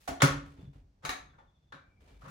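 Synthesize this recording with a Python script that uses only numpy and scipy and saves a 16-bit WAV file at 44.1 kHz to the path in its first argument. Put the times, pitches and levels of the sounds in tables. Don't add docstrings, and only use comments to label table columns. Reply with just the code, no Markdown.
import sys
import numpy as np
from scipy import signal
from scipy.fft import rfft, irfft, next_fast_len
from scipy.io import wavfile
from scipy.ndimage import uniform_filter1d, map_coordinates

SR = 44100
rng = np.random.default_rng(int(sys.argv[2]) if len(sys.argv) > 2 else 0)


def inscribe(sig):
    pcm = np.round(np.clip(np.atleast_2d(sig).T, -1, 1) * 32767)
    wavfile.write(sys.argv[1], SR, pcm.astype(np.int16))


def volts_from_decibels(level):
    exponent = np.asarray(level, float) / 20
    return 10 ** exponent


N = 101429


def along(points, hz):
    f, v = np.transpose(points)
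    return np.interp(np.log(hz + 1), np.log(f + 1), v)


def filtered(x, response):
    n = x.shape[-1]
    size = next_fast_len(n + 8192)
    spectrum = rfft(x, size) * response(np.fft.rfftfreq(size, 1 / SR))
    return irfft(spectrum, size)[..., :n]


def unit(x):
    return x / np.sqrt(np.mean(x ** 2) + 1e-20)


def resonance(f, hz, width):
    return 1j * f * width / (hz * hz - f * f + 1j * f * width + 1e-9)


def add(track, s, sound):
    part = track[:, round(s * SR):round(s * SR) + sound.shape[1]]
    part += sound[:, :part.shape[1]]


# (frequency [Hz], left-right correlation [-1 to 1])
LIKENESS = [(30, .995), (150, .98), (380, .72), (800, -.15), (1400, -.1), (3000, .2), (6500, .15),
            (15000, .3)]


def microphone_pair(pair):
    def angle(hz):
        return np.arccos(np.clip(along(LIKENESS, hz), -1, 1)) / 2

    mid, side = filtered(pair, lambda hz: np.array([np.cos(angle(hz)), np.sin(angle(hz))]))
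    return np.array([mid + side, mid - side])


# (frequency [Hz], time to fall 60 dB [s])
TILED_DECAY = [(100, 0.67), (500, 0.39), (1500, 0.39), (4000, 0.34), (8000, 0.29), (14000, 0.22)]


def room(pair, wet_db, feed=None):
    rise_s = 0.0033
    hz, t, z = signal.stft(rng.standard_normal((2, SR)), SR, nperseg=256)
    fading = z * volts_from_decibels(-60 * t / along(TILED_DECAY, hz)[:, None])
    tail = signal.istft(fading, SR, nperseg=256)[1][:, :SR]
    tail = tail * (1 - np.exp(-np.arange(SR) / SR / rise_s))
    source = pair[:1] if feed is None else feed
    wet = signal.fftconvolve(source, tail / np.linalg.norm(tail[0]), axes=1)
    return np.pad(pair, ((0, 0), (0, SR - 1))) + volts_from_decibels(wet_db) * wet


# (time [s], level [dB])
HOUSE_LEVEL = [(0, -73), (0.499, -65.5), (.85, -66), (.92, -71.5), (1.2, -64), (1.398, -66), (1.55, -72),
               (1.7, -70), (1.9, -67.5), (2.3, -64)]
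# (frequency [Hz], relative density [dB per Hz])
HOUSE_COLOUR = [(15, -41), (30, -5), (46, -2), (140, -9), (400, -26), (800, -27.5), (1100, -41.5),
                (2000, -61)]
# (frequency [Hz], relative density [dB per Hz])
HISS_COLOUR = [(500, -21.5), (1000, 5.5), (3000, -2.5), (6000, -4), (12000, -25.5), (16000, -37.5)]


def quiet_floor():
    hiss_db = -89
    t = np.arange(N) / SR
    drift = map_coordinates(rng.standard_normal(30), [np.arange(N) * 10 / SR])
    level_db = np.interp(t, *np.transpose(HOUSE_LEVEL)) + 0.54 * drift

    def noise(colour):
        white = rng.standard_normal((2, N))
        return unit(microphone_pair(filtered(white, lambda f: volts_from_decibels(along(colour, f)))))

    return volts_from_decibels(level_db) * noise(HOUSE_COLOUR) + volts_from_decibels(hiss_db) * noise(HISS_COLOUR)


# (time [s], start frequency [Hz], end frequency [Hz], level before the room [dB])
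FAR_CHIRPS = [(.58, 3700, 3300, -78), (.64, 3700, 3300, -78), (1.285, 3720, 3250, -79),
              (1.375, 3720, 3250, -80), (1.465, 3720, 3250, -82), (1.54, 3720, 3250, -82),
              (1.615, 3600, 3300, -87), (1.665, 3720, 3300, -84), (2.13, 3700, 3400, -84)]
# (start [s], end [s], centre [Hz], width [Hz], level before pulsing and room [dB], notes [per s])
FAR_WARBLE = (1.78, 2.2, 2330, 120, -85, 17)


def far_birds():
    chirp_s, room_db = .042, -1.5
    song, t = np.zeros(N), np.arange(round(chirp_s * SR)) / SR
    for s, high, low, db in FAR_CHIRPS:
        cycles = (high + (low - high) * t / chirp_s / 2) * t
        chirp = np.sqrt(np.hanning(len(t))) * np.sin(2 * np.pi * cycles)
        song[round(s * SR):][:len(t)] += volts_from_decibels(db) * chirp
    start, end, hz, width, db, rate = FAR_WARBLE
    t = np.arange(N) / SR
    notes = (t > start) * (t < end) * (0.23 + np.sin(np.pi * rate * t) ** 2)
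    narrow = unit(filtered(rng.standard_normal(N), lambda f: resonance(f, hz, width) ** 2))
    song = song + volts_from_decibels(db) * notes * narrow
    return room(np.array([song, 0.75 * song]), room_db)[:, :N]


# (start [s], fall time [s], level [dB], spectral tilt [dB per octave])
SLEEVE_STROKES = [(0, 0.21, -72, 4), (0.455, 0.1, -67.5, -0.5), (0.564, 0.12, -68, -2),
                  (0.727, 0.095, -73, -1.5), (2, 0.4, -73.5, -0.5), (2.072, 0.085, -68.5, -1.5),
                  (2.208, .2, -68.5, 0)]
# (frequency [Hz], relative density [dB per Hz])
CLOTH_COLOUR = [(200, -29), (400, -1), (1200, -9.5), (2800, -12.5), (8000, -24), (15500, -34)]


def sleeve():
    t, out = np.arange(N) / SR, 0
    for s, fall_s, db, tilt_db in SLEEVE_STROKES:
        rise = np.clip((t - s) / .006, 0, 1)
        shape = volts_from_decibels(db) * rise * np.exp(-np.clip((t - s) / fall_s, 0, 9) ** 3)
        grain = volts_from_decibels(2 * unit(uniform_filter1d(rng.standard_normal(N), 200)))

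        def colour(f):
            return volts_from_decibels(along(CLOTH_COLOUR, f) + tilt_db * np.log2(f / 1000 + .1))

        brushing = filtered(grain * rng.standard_normal((2, N)), colour)
        out = out + shape * unit(microphone_pair(brushing))
    return out


# (time [s], bowl drive [relative dB], seat flex drive [relative dB], floor boom drive [relative dB], rise [s])
SOFT_PUSHES = [(0.083, -44, -44.5, -52.5, 0.0063), (.11, -64, -42.5, -50, 0.0046),
               (.226, -18.5, -24.5, -48, 0.0088), (0.302, -58.5, -45, -45.5, 0.0083),
               (0.468, -62.5, -65, -50.5, 0.01), (0.579, -49.5, -53.5, -54, 0.011),
               (0.626, -41.5, -61, -67.5, 0.0078), (.67, -45.5, -63, -54.5, 0.0085),
               (.75, -57, -66, -63.5, 0.009), (0.822, -67, -72.5, -60, 0.012),
               (1.039, -45.5, -61, -70, 0.0082), (1.082, -61, -49, -49, 0.01),
               (1.279, -59.5, -76, -63, 0.011), (1.73, -49, -58, -72, .012),
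               (2.011, -70, -69.5, -62.5, 0.014), (2.1, -60, -63, -54, 0.024),
               (2.23, -49.5, -61.5, -70, 0.0083), (2.27, -45.5, -63, -67, 0.0058)]
# (frequency [Hz], relative level before random variation [dB], time to fall 60 dB [s])
BOWL_MODES = [(141.3, -2, 0.16), (120.96, -17, 0.13), (171.5, -6, 0.098), (219.4, -20, 0.085)]
# (frequency [Hz], relative level before random variation [dB], time to fall 60 dB [s])
FLEX_MODES = [(272.2, -2.5, 0.18), (281.4, -13.5, 0.6), (347, -17, .2), (395, -10.5, 0.18)]
# (frequency [Hz], relative level before random variation [dB], time to fall 60 dB [s])
BOOM_MODES = [(51.7, -5.5, 0.68), (63, 3.5, 0.13), (74, -11, 0.34)]


def thumps():
    room_db = -14
    out, t = np.zeros((2, N)), np.arange(SR) / SR

    def ring(modes):
        return sum(volts_from_decibels(db + rng.normal(0, 2.2) - 60 * t / t60) * np.sin(2 * np.pi * hz * t)
                   for hz, db, t60 in modes)

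    for s, bowl_db, flex_db, boom_db, rise in SOFT_PUSHES:
        low = volts_from_decibels(bowl_db) * ring(BOWL_MODES) + volts_from_decibels(flex_db) * ring(FLEX_MODES) + volts_from_decibels(boom_db) * ring(BOOM_MODES)
        low = low * (1 - np.exp(-(t / rise) ** 2)) * 2
        pair = np.array([low, np.roll(low, 60)])
        add(out, s, microphone_pair(room(pair, room_db)))
    return out


# (frequency [Hz], relative gain [dB])
CONTACT_TREBLE = [(7800, 3.5), (8500, -9.5), (9200, 4.5), (11900, 1), (12500, -25.5), (13900, -30),
                  (14400, 2), (15400, 1)]


def contact(length, ring_hz, ring_db, tilt_db, modes, rise_share):
    ticks_per_s, tick_spread_db, ring_q = 6000, 3, 9
    body_db, low_cut_hz, room_db = -2.5, 350, 2
    t = np.arange(SR // 10) / SR
    struck = rng.random(len(t)) < ticks_per_s / SR
    ticks = struck * volts_from_decibels(tick_spread_db * rng.standard_normal(len(t)))
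    rise = np.minimum(t / (rise_share * length), 1)
    fall = np.exp(-(np.maximum(t / length - rise_share, 0) / (1.05 - rise_share)) ** 2)
    rattle = rise * fall * (ticks + 0.13) * rng.standard_normal((2, len(t)))
    blow = signal.unit_impulse(len(t), round(rise_share * length * SR))

    def response(f):
        low_cut = (1j * f / (low_cut_hz + 1j * f)) ** 2
        tilt = tilt_db * np.log2(np.maximum(f, 1000) / 1000)
        slope = volts_from_decibels(along(CONTACT_TREBLE, f) + tilt) * low_cut
        body = volts_from_decibels(body_db) * sum(volts_from_decibels(db) * resonance(f, hz, width) for hz, width, db in modes)
        own_ring = volts_from_decibels(ring_db) * resonance(f, ring_hz, ring_hz / ring_q)
        return slope * (1 + body + own_ring)

    sound = filtered(np.vstack([rattle, blow]), response)
    heard = room(unit(sound[:2]), room_db, feed=unit(sound[2:]))
    return microphone_pair(np.sqrt(10 * length) * heard)


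# (time [s], level before room and balance [dB], rattle length [s],
# own ring [Hz], its gain [dB], tilt above 1 kHz [dB per octave])
SEAT_KNOCKS = [(0.0752, -40, .018, 713, 22, -3.5), (0.2187, -21.5, 0.0072, 1310, 2.5, -4.5),
               (1.33, -74, 0.029, 1580, 9.5, -12.5), (1.378, -67, .04, 871, 10, -11.5),
               (1.722, -51, 0.00823, 1537, 20.5, -8), (1.742, -57, 0.0047, 1250, 8.5, -8.5),
               (1.723, -59.5, 0.0069, 3830, 26.5, -11), (2.217, -63, 0.02, 1350, 8, -12.5),
               (2.245, -61, 0.041, 1080, -5, -10.5), (2.277, -60, 0.036, 1270, 25, -3)]
SEAT_SLIDES = [(.201, -39, 0.0098, 3466, 16, -10.5), (1.022, -54.5, 0.0351, 859, 1.2, -8)]
ATTACHMENT_CLICKS = [(1.050, -39.5, 0.00965, 1506, 4.1, -4), (1.092, -33.5, .0045, 1800, 5, -3.5),
                     (1.099, -49.5, 0.0085, 1134, 2.7, -9.5)]
# (frequency [Hz], width [Hz], relative gain [dB])
PLASTIC_MODES = [(554, 26, 10.5), (1126, 41, 9.5), (1270, 50, 3.5), (1427, 60, 9), (1766, 60, 7),
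                 (1984, 20, 2), (2173, 50, 1.5), (2618, 20, 1), (3370, 120, -2.5), (4280, 67, 0.5),
                 (5770, 67, 8), (6290, 83, 5.5), (7110, 58, 7), (8040, 100, 4)]
# (frequency [Hz], width [Hz], relative gain [dB])
ATTACHMENT_MODES = [(735, 32, 15), (893, 41, 3.5), (1170, 78, 12), (1322, 97, 9), (1716, 62, 8.5),
                    (1890, 46, 5.5), (2220, 150, 10.5), (3850, 280, 11), (6380, 49, 19), (9480, 200, -22)]


def seat():
    quick, swelling = 0.11, 1
    balance_db = 0.93
    out = np.zeros((2, N))
    for rows, modes, rise_share in ((SEAT_KNOCKS, PLASTIC_MODES, quick),
                                    (SEAT_SLIDES, PLASTIC_MODES, swelling),
                                    (ATTACHMENT_CLICKS, ATTACHMENT_MODES, quick)):
        for s, db, length, ring_hz, ring_db, tilt_db in rows:
            add(out, s, volts_from_decibels(db) * contact(length, ring_hz, ring_db, tilt_db, modes, rise_share))
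    return out * volts_from_decibels([[balance_db], [-balance_db]])


def scene():
    return quiet_floor() + far_birds() + sleeve() + thumps() + seat()


# (frequency [Hz], gain [dB])
MICROPHONE_RESPONSE = [(15, -14), (35, 2), (15800, 5), (16300, -8.5), (17000, -63.5)]


def microphone_response(dry):
    return filtered(dry, lambda f: volts_from_decibels(along(MICROPHONE_RESPONSE, f)))


def top_cut(x):
    return signal.sosfilt(signal.butter(12, 16990, fs=SR, output="sos"), x)


def record(dry):
    mix = microphone_response(dry)
    return top_cut(mix)


dry = scene()
out = record(dry)
inscribe(out)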